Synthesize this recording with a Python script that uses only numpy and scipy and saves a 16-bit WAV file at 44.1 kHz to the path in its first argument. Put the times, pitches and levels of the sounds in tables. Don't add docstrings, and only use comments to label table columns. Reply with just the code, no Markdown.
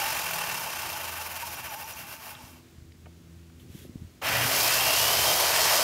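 import sys
import numpy as np
from scipy import signal
from scipy.fft import rfft, irfft
from scipy.io import wavfile
from scipy.ndimage import uniform_filter1d

SR = 44100
rng = np.random.default_rng(int(sys.argv[2]) if len(sys.argv) > 2 else 0)


def wav_out(sig):
    wavfile.write(sys.argv[1], SR, np.round(np.clip(np.atleast_2d(sig).T, -1, 1) * 32767).astype(np.int16))


N = 257103
SWITCH_ON_S, STRAIN_ENDS_S = 4.214, 4.44


def undb(db):
    return 10 ** (np.asarray(db) / 20)


def unit(x):
    return x / np.sqrt(np.mean(x ** 2))


def seconds():
    return np.arange(N) / SR


def columns(rows, silent=None):
    s, *cols = np.transpose(rows)
    return [np.interp(seconds(), s, col, silent, silent) for col in cols]


def hertz():
    return np.fft.rfftfreq(N, 1 / SR) + 1


def shape(points):
    hz, db = np.transpose(points)
    return np.interp(np.log(hertz()), np.log(hz), db)


def colour(x, gain):
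    return unit(irfft(rfft(x) * gain, N))


def walk(rate_hz):
    hold = int(SR / rate_hz)
    levels = np.repeat(rng.standard_normal(N // hold + 1), hold)
    return unit(uniform_filter1d(uniform_filter1d(levels, hold), hold)[:N])


def tone(hz, waver_hz, rate_hz, flutter_db):
    level = np.sqrt(2) * undb(flutter_db * walk(rate_hz))
    phase = 2 * np.pi * np.cumsum(hz + waver_hz * walk(rate_hz)) / SR
    return level * np.sin(phase)


def decay(t, t60_s):
    return np.exp(-np.log(1000) * t / t60_s)


def add(out, s, blow, peak_db):
    start = int(s * SR)
    out[start:start + len(blow)] += undb(peak_db) * blow / np.abs(blow).max()


def step(s, edge_s):
    return .5 + .5 * np.tanh((seconds() - s) / edge_s)


def swell(s, length_s, db, edge_s):
    return undb(db) * step(s, edge_s) * (1 - step(s + length_s, edge_s))


def switched(rise_s):
    since_s = np.maximum(seconds() - SWITCH_ON_S, 0)
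    return since_s, 1 - np.exp(-since_s / rise_s)


# f/Hz, relative level/dB
AIR_SPECTRUM = [(260, -36), (450, -0.5), (827, -5.5), (917, -6), (2440, -7), (3870, -9), (7000, -11),
                (10000, -16), (15600, -17)]
AIR_DB = -62


def open_air():
    hiss = colour(rng.standard_normal(N), undb(shape(AIR_SPECTRUM)))
    return hiss * undb(AIR_DB + 0.74 * walk(5.7))


DRONE_REST_DB = [-61.5, -70.5, -67.5, -71.5]
# partial number, t/s, length/s, level/dB
DRONE_SWELLS = [(2, 0.18, .5, -55.5), (4, 0.8, 0.32, -65.5), (1, .76, 0.79, -58.5), (3, 1.68, 0.53, -83),
                (3, 2.37, 0.3, -65), (4, 2.42, 0.5, -70), (1, 2.76, 0.86, -56), (2, 3.0, 0.57, -60.5),
                (4, 3.03, 0.66, -67), (3, 3.5, .27, -61.5), (1, 3.97, .12, -57)]
DRONE_HZ, SWELL_EDGE_S = 83.5, 0.022


def drone():
    out = 0
    for k, rest_db in enumerate(DRONE_REST_DB, 1):
        swells = sum(swell(*row[1:], SWELL_EDGE_S) for row in DRONE_SWELLS if round(row[0]) == k)
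        out = out + tone(DRONE_HZ * k, 0.87, 20, 2.2) * (undb(rest_db) + swells)
    return out


# t/s, level/dB
COAST_FADE = [(0, 0), (.6, -3.5), (1.2, -6), (1.8, -10), (2.3, -13.5), (2.45, -18), (2.57, -22.5),
              (2.63, -33), (2.75, -46.5)]


def coast_db(silent=-120):
    return columns(COAST_FADE, silent)[0]


# f/Hz, relative level/dB
RUMBLE_SPECTRUM = [(25, -48), (45, -6), (70, 1.5), (130, 0.5), (220, -6), (380, -8.5), (520, -23.5),
                   (900, -39.5)]
# t/s, length/s, level/dB
WIND_GUST = (3.55, 0.64, -50.5)
WIND_DB = -56
SHAKE_COASTING_DB, SHAKE_STRAIN_DB, SHAKE_DRIVEN_DB = -52, -39, -47.5


def rumble():
    driven_db = SHAKE_STRAIN_DB + (SHAKE_DRIVEN_DB - SHAKE_STRAIN_DB) * step(STRAIN_ENDS_S, .04)
    shake = undb(SHAKE_COASTING_DB + coast_db()) + undb(driven_db) * switched(.06)[1]
    gust = swell(*WIND_GUST, 0.093)
    gain = np.sqrt(undb(WIND_DB) ** 2 + gust ** 2 + shake ** 2)
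    noise = colour(rng.standard_normal(N), undb(shape(RUMBLE_SPECTRUM)))
    return noise * gain * undb(1.7 * walk(18))


# f/Hz, relative level/dB
SCRAPE_SPECTRUM = [(590, -38), (1000, -13), (2020, -5), (2400, -6), (3270, -1), (4360, -10), (6290, -8),
                   (9850, -13), (11000, -5.5), (15600, -13)]
# t/s, length/s, level/dB, rise/s
DRAGS = [(3.593, .04, -60, .008), (3.72, 0.14, -54, 0.038)]
DRAG_END_EDGE_S = 0.023


def scrape():
    rough = rng.standard_normal(N) * undb(1.4 * walk(300))
    gain = 0
    for s, length_s, db, rise_s in DRAGS:
        gain = gain + undb(db) * step(s, rise_s) * (1 - step(s + length_s, DRAG_END_EDGE_S))
    return colour(rough, undb(shape(SCRAPE_SPECTRUM))) * gain


# t/s, peak level/dB, lowest f/Hz, highest f/Hz, 60 dB decay/s
TICK_HITS = [(2.351, -35, 910, 4020, .015), (2.92, -49.5, 1800, 2700, .014), (2.922, -48, 2800, 5200, .01),
             (3.057, -43.5, 500, 3000, 0.047), (3.061, -40.5, 150, 925, 0.072),
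             (3.499, -55, 595, 1600, 0.037), (3.597, -52, 2880, 3650, .05), (4.216, -35, 500, 8800, 0.023)]


def ticks():
    out, t = np.zeros(N + SR), np.arange(SR // 4) / SR
    for s, peak_db, lo_hz, hi_hz, t60_s in TICK_HITS:
        place, phase = rng.random((2, 40, 1))
        hz = lo_hz * (hi_hz / lo_hz) ** place
        cluster = np.sin(2 * np.pi * (hz * t + phase)).sum(axis=0)
        add(out, s, cluster * (1 - np.exp(-t / 0.00049)) * decay(t, t60_s), peak_db)
    return out[:N]


# t/s, peak level/dB, f/Hz, twice the 60 dB time of the decay factor/s
THUMP_HITS = [(2.437, -37.5, 88.8, 0.03), (2.529, -47, 137, 0.03), (2.78, -40, 80.7, 0.03),
              (2.819, -39, 72.7, 0.03), (2.848, -41, 86.1, 0.035), (3.699, -36, 94.2, 0.027),
              (3.748, -33.5, 174, 0.03), (3.819, -43, 151, 0.018), (3.849, -37.5, 323, 0.018),
              (3.895, -30, 141, 0.012), (3.956, -25.5, 137, 0.018), (4.019, -29.5, 85, 0.017),
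              (4.045, -36, 80.7, 0.03), (4.069, -44, 137, 0.027), (4.329, -38, 113, 0.019),
              (4.449, -29.5, 131, 0.034)]


def thumps():
    out, t = np.zeros(N + SR), np.arange(SR // 4) / SR
    for s, peak_db, hz, ring_s in THUMP_HITS:
        swing = np.sin(2 * np.pi * hz * t) + .5 * np.sin(2 * np.pi * 1.59 * hz * t)
        add(out, s, swing * t ** 2 * decay(t, ring_s / 2), peak_db)
    return out[:N]


GUARD_HZ, GUARD_DB, GUARD_FADE_SHARE = 862, -50, 0.45
GUARD_DAMPED_S, GUARD_DAMPED_DB, BLADE_STOPS_S = 2.42, -6.5, 2.56


def guard():
    fade_db = GUARD_FADE_SHARE * coast_db(silent=-200) + GUARD_DAMPED_DB * step(GUARD_DAMPED_S, 0.039)
    ring = tone(GUARD_HZ, 29.94, 45, 6.1)
    return ring * undb(GUARD_DB + fade_db) * (1 - step(BLADE_STOPS_S, .03))


# t/s, peak level/dB
PING_HITS = [(1.503, -39), (1.5569, -37), (1.6916, -37), (1.7634, -41), (1.8417, -38), (1.9345, -38)]
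# f/Hz, relative level/dB, 60 dB decay/s
PING_RING = [(5800, 4, .025), (6970, -2, 0.031)]


def pings():
    out, t = np.zeros(N + SR), np.arange(SR // 8) / SR
    ring = sum(undb(db) * np.sin(2 * np.pi * hz * t) * decay(t, t60_s) for hz, db, t60_s in PING_RING)
    for s, peak_db in PING_HITS:
        add(out, s, ring * (1 - np.exp(-t / 0.0018)), peak_db)
    return out[:N]


HUM_STRAIN_DB, HUM_DB, HUM_FADE_DB_PER_S, HUM_RISE_S = -36, -45, 6, 0.065
HUM_DIES_S, HUM_DIES_DB = 5.47, -14


def hum():
    since_s, rise = switched(HUM_RISE_S)
    settled_db = HUM_DB - HUM_STRAIN_DB - HUM_FADE_DB_PER_S * since_s + 2 * walk(12)
    level_db = HUM_STRAIN_DB + step(STRAIN_ENDS_S, .03) * settled_db + HUM_DIES_DB * step(HUM_DIES_S, .03)
    return tone(120., 0.26, 17, 0.77) * undb(level_db) * rise ** 2


BUZZ_HZ, BUZZ_DB, BUZZ_FADE_DB_PER_S = 287.5, -47.5, 8.5


def housing_buzz():
    since_s, rise = switched(HUM_RISE_S)
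    return tone(BUZZ_HZ, 8.2, 25, 3.2) * undb(BUZZ_DB - BUZZ_FADE_DB_PER_S * since_s) * rise


# multiple of the turn rate, level/dB
SHAFT_TONES = [(0.959, -53.5), (1.9, -57.5)]
SHAFT_HEARD_S = 4.75


def shaft(speed):
    return sum(tone(k * speed, 1.2, 14, 1.61) * undb(db) for k, db in SHAFT_TONES) * step(SHAFT_HEARD_S, 0.16)


WHISTLE_HZ, WHISTLE_HZ_PER_TURN_PER_S, WHISTLE_DB, WHISTLE_RISE_S = 11480, 12, -41, .15


def whistle(speed):
    ring = tone(WHISTLE_HZ + WHISTLE_HZ_PER_TURN_PER_S * speed, 130, 350, 3)
    return ring * undb(WHISTLE_DB) * switched(WHISTLE_RISE_S)[1]


# f/Hz, full width at half lift/Hz, coasting lift/dB, driven lift/dB
SAW_RESONANCES = [(650, 164, 7, 7), (887, 120, 9, 2), (1127, 230, 4, -1), (1503, 190, 6.5, 3.5),
                  (1800, 53, 5, 2), (2390, 390, 5, 2.5), (1940, 31, -2.5, 4.5), (2730, 83, 10.5, 3.5),
                  (3175, 59, 3.5, 4), (4360, 300, -1, 2.5), (5355, 160, 7.5, 7.5), (5020, 150, 2.5, 5),
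                  (5430, 110, -7, -7), (5990, 140, 5.5, 2.5), (6620, 350, -5.5, -4.5), (6820, 250, 6.5, 3),
                  (9370, 270, 8, 4.5), (11100, 200, 2.5, 6.5), (12070, 450, 5, 6), (12900, 300, 3.5, 4),
                  (14800, 300, 2, 4)]


def lift_db(hz, state):
    return sum(row[2 + state] / (1 + (2 * (hz - row[0]) / row[1]) ** 2) for row in SAW_RESONANCES)


# t/s, level/dB before tone levels and resonance lift
WHINE_LEVEL = [(4.5, -41), (4.62, -37), (4.75, -34), (4.9, -31), (5.05, -33), (5.3, -33), (5.45, -44),
               (5.83, -65)]
GEAR_TEETH = 38
WHINE_LIFT_SHARE = .8


def gear_whine(speed):
    out = 0
    for side, db in ((-1.5, -9.5), (0.5, -13), (0.4, -4.5), (0.5, -12.5), (6.5, -12)):
        hz = (GEAR_TEETH + side) * speed
        out = out + tone(hz, 25.1, 70, 1.7) * undb(db + WHINE_LIFT_SHARE * lift_db(hz, state=1))
    return out * undb(columns(WHINE_LEVEL, silent=-120)[0])


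# f/Hz, 2.5 x pitch wander/Hz, relative level/dB
BLADE_MODES = [(4350, 123.4, -3.5), (4640, 100, 3.5), (5360, 200, -2), (5900, 91, -7), (6310, 120, 3),
               (6660, 62, 1.5), (7080, 99, -0.5), (9640, 250, -5.5), (11800, 180, -8), (12300, 330, 1)]


def blade_rings():
    return unit(sum(undb(db) * tone(hz, width_hz / 2.5, 110, 3.5) for hz, width_hz, db in BLADE_MODES))


THROB_BROAD, THROB_SKEW, THROB_LEAD_TURNS = 0.14, 0.14, .04


def throb(turns):
    angle = 2 * np.pi * (turns + THROB_LEAD_TURNS)
    return np.cos(angle) - THROB_BROAD * np.cos(2 * angle) + THROB_SKEW * np.sin(2 * angle)


# start level/dB, share of fade, last-turn change/dB, throb left in last turn 0-1
COASTING_PARTS = [(-36.5, 1.115, 0, .15), (-34, 1.134, -1, 0), (-36, 1.19, 0.5, 0.6),
                  (-37.5, 0.89, -5.5, 1)]
# level/dB, rise/s, strain change/dB, settling/s, climb/(dB/s)
DRIVEN_PARTS = [(-33.5, 0.0077, -0.5, 0.05, 3), (-32, 0.022, 4, 0.009, 1.36),
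                (-28.5, 0.047, -4.5, 0.04, 1.16), (-29.5, 0.051, -4.5, 0.038, -1.6)]
LAST_TURN_S = 2.34


def part_gains():
    fade_db, last_turn = coast_db(), step(LAST_TURN_S, .015)
    coasting = [undb(db + share * fade_db + drop_db * last_turn) for db, share, drop_db, _ in COASTING_PARTS]
    driven = []
    for db, rise_s, strain_db, settle_s, climb_db_per_s in DRIVEN_PARTS:
        since_s, rise = switched(rise_s)
        strain = 1 - step(STRAIN_ENDS_S + 2 * settle_s, settle_s)
        driven.append(rise * undb(db + strain_db * strain + climb_db_per_s * since_s))
    return coasting, driven


# low f/Hz, high f/Hz, throb share, throb lag/turns, grit/dB
RATTLE_PARTS = [(326, 1210, 0.44, .01, 1), (1174, 3900, 0.51, .01, 1), (3267, 9980, 0.48, .01, 1),
                (10230, 15800, 0.62, 0.0035, 1.5)]
# f/Hz, relative level/dB
BODY_SPECTRUM = [(300, -15.5), (500, -10), (800, -7.5), (1500, -2.5), (3100, -2.5), (3400, -10.5),
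                 (5500, -8), (8200, -12.5), (12000, -14), (16000, -14.5)]
BLADE_DB = -11.5
TURN_AT_START = .026
THROB_FAST_DB, THROB_SLOW_DB, THROB_DRIVEN_DB = 3, 6.5, 1.1
THROB_GROWS_BELOW_TURNS_PER_S = 19


def rattle(speed):
    turns = np.cumsum(speed) / SR - TURN_AT_START
    slowness = 1 / (1 + (speed / THROB_GROWS_BELOW_TURNS_PER_S) ** 4)
    coasting_depth_db = THROB_FAST_DB + (THROB_SLOW_DB - THROB_FAST_DB) * slowness
    hz, grit, steel = hertz(), walk(900), rfft(blade_rings())
    out = 0
    for state, (gains, depth_db) in enumerate(zip(part_gains(), (coasting_depth_db, THROB_DRIVEN_DB))):
        spectrum_db = shape(BODY_SPECTRUM) + lift_db(hz, state)
        for part, gain, (*_, left) in zip(RATTLE_PARTS, gains, COASTING_PARTS):
            lo_hz, hi_hz, share, lag_turns, grit_db = part
            band = 1 / np.sqrt((1 + (lo_hz / hz) ** 24) * (1 + (hz / hi_hz) ** 24))
            contact = rng.standard_normal(N) * undb(grit_db * grit)
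            ringing = colour(contact, band * undb(spectrum_db)) + undb(BLADE_DB) * irfft(steel * band, N)
            kept = 1 if state else 1 - (1 - left) * step(LAST_TURN_S, 0.036)
            swell_db = kept * share * depth_db * throb(turns - lag_turns) + 0.8 * walk(30)
            out = out + ringing * gain * undb(swell_db)
    return out


# t/s, turn rate/(turns/s)
BLADE_SPEED = [(0, 48.24), (.6, 34.03), (1.2, 22.28), (1.8, 12.06), (2.3, 4.9), (2.5, 4.6), (2.7, 0),
               (4.21, 0), (4.45, 49), (4.6, 62), (4.7, 67.6), (4.8, 71), (5.0, 75.6), (5.4, 85.4),
               (5.83, 89)]


def scene():
    speed, = columns(BLADE_SPEED)
    background = open_air() + drone() + rumble()
    handling = scrape() + ticks() + thumps()
    motor = hum() + housing_buzz() + shaft(speed) + whistle(speed) + gear_whine(speed)
    return (background + handling + guard() + pings() + motor + rattle(speed))[None]


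TOP_HZ = 15720


def record(dry):
    low_cut = signal.sosfilt(signal.butter(2, 52, "high", fs=SR, output="sos"), dry)
    return signal.sosfilt(signal.ellip(12, .3, 75, TOP_HZ, fs=SR, output="sos"), low_cut)


dry = scene()
out = record(dry)
wav_out(out)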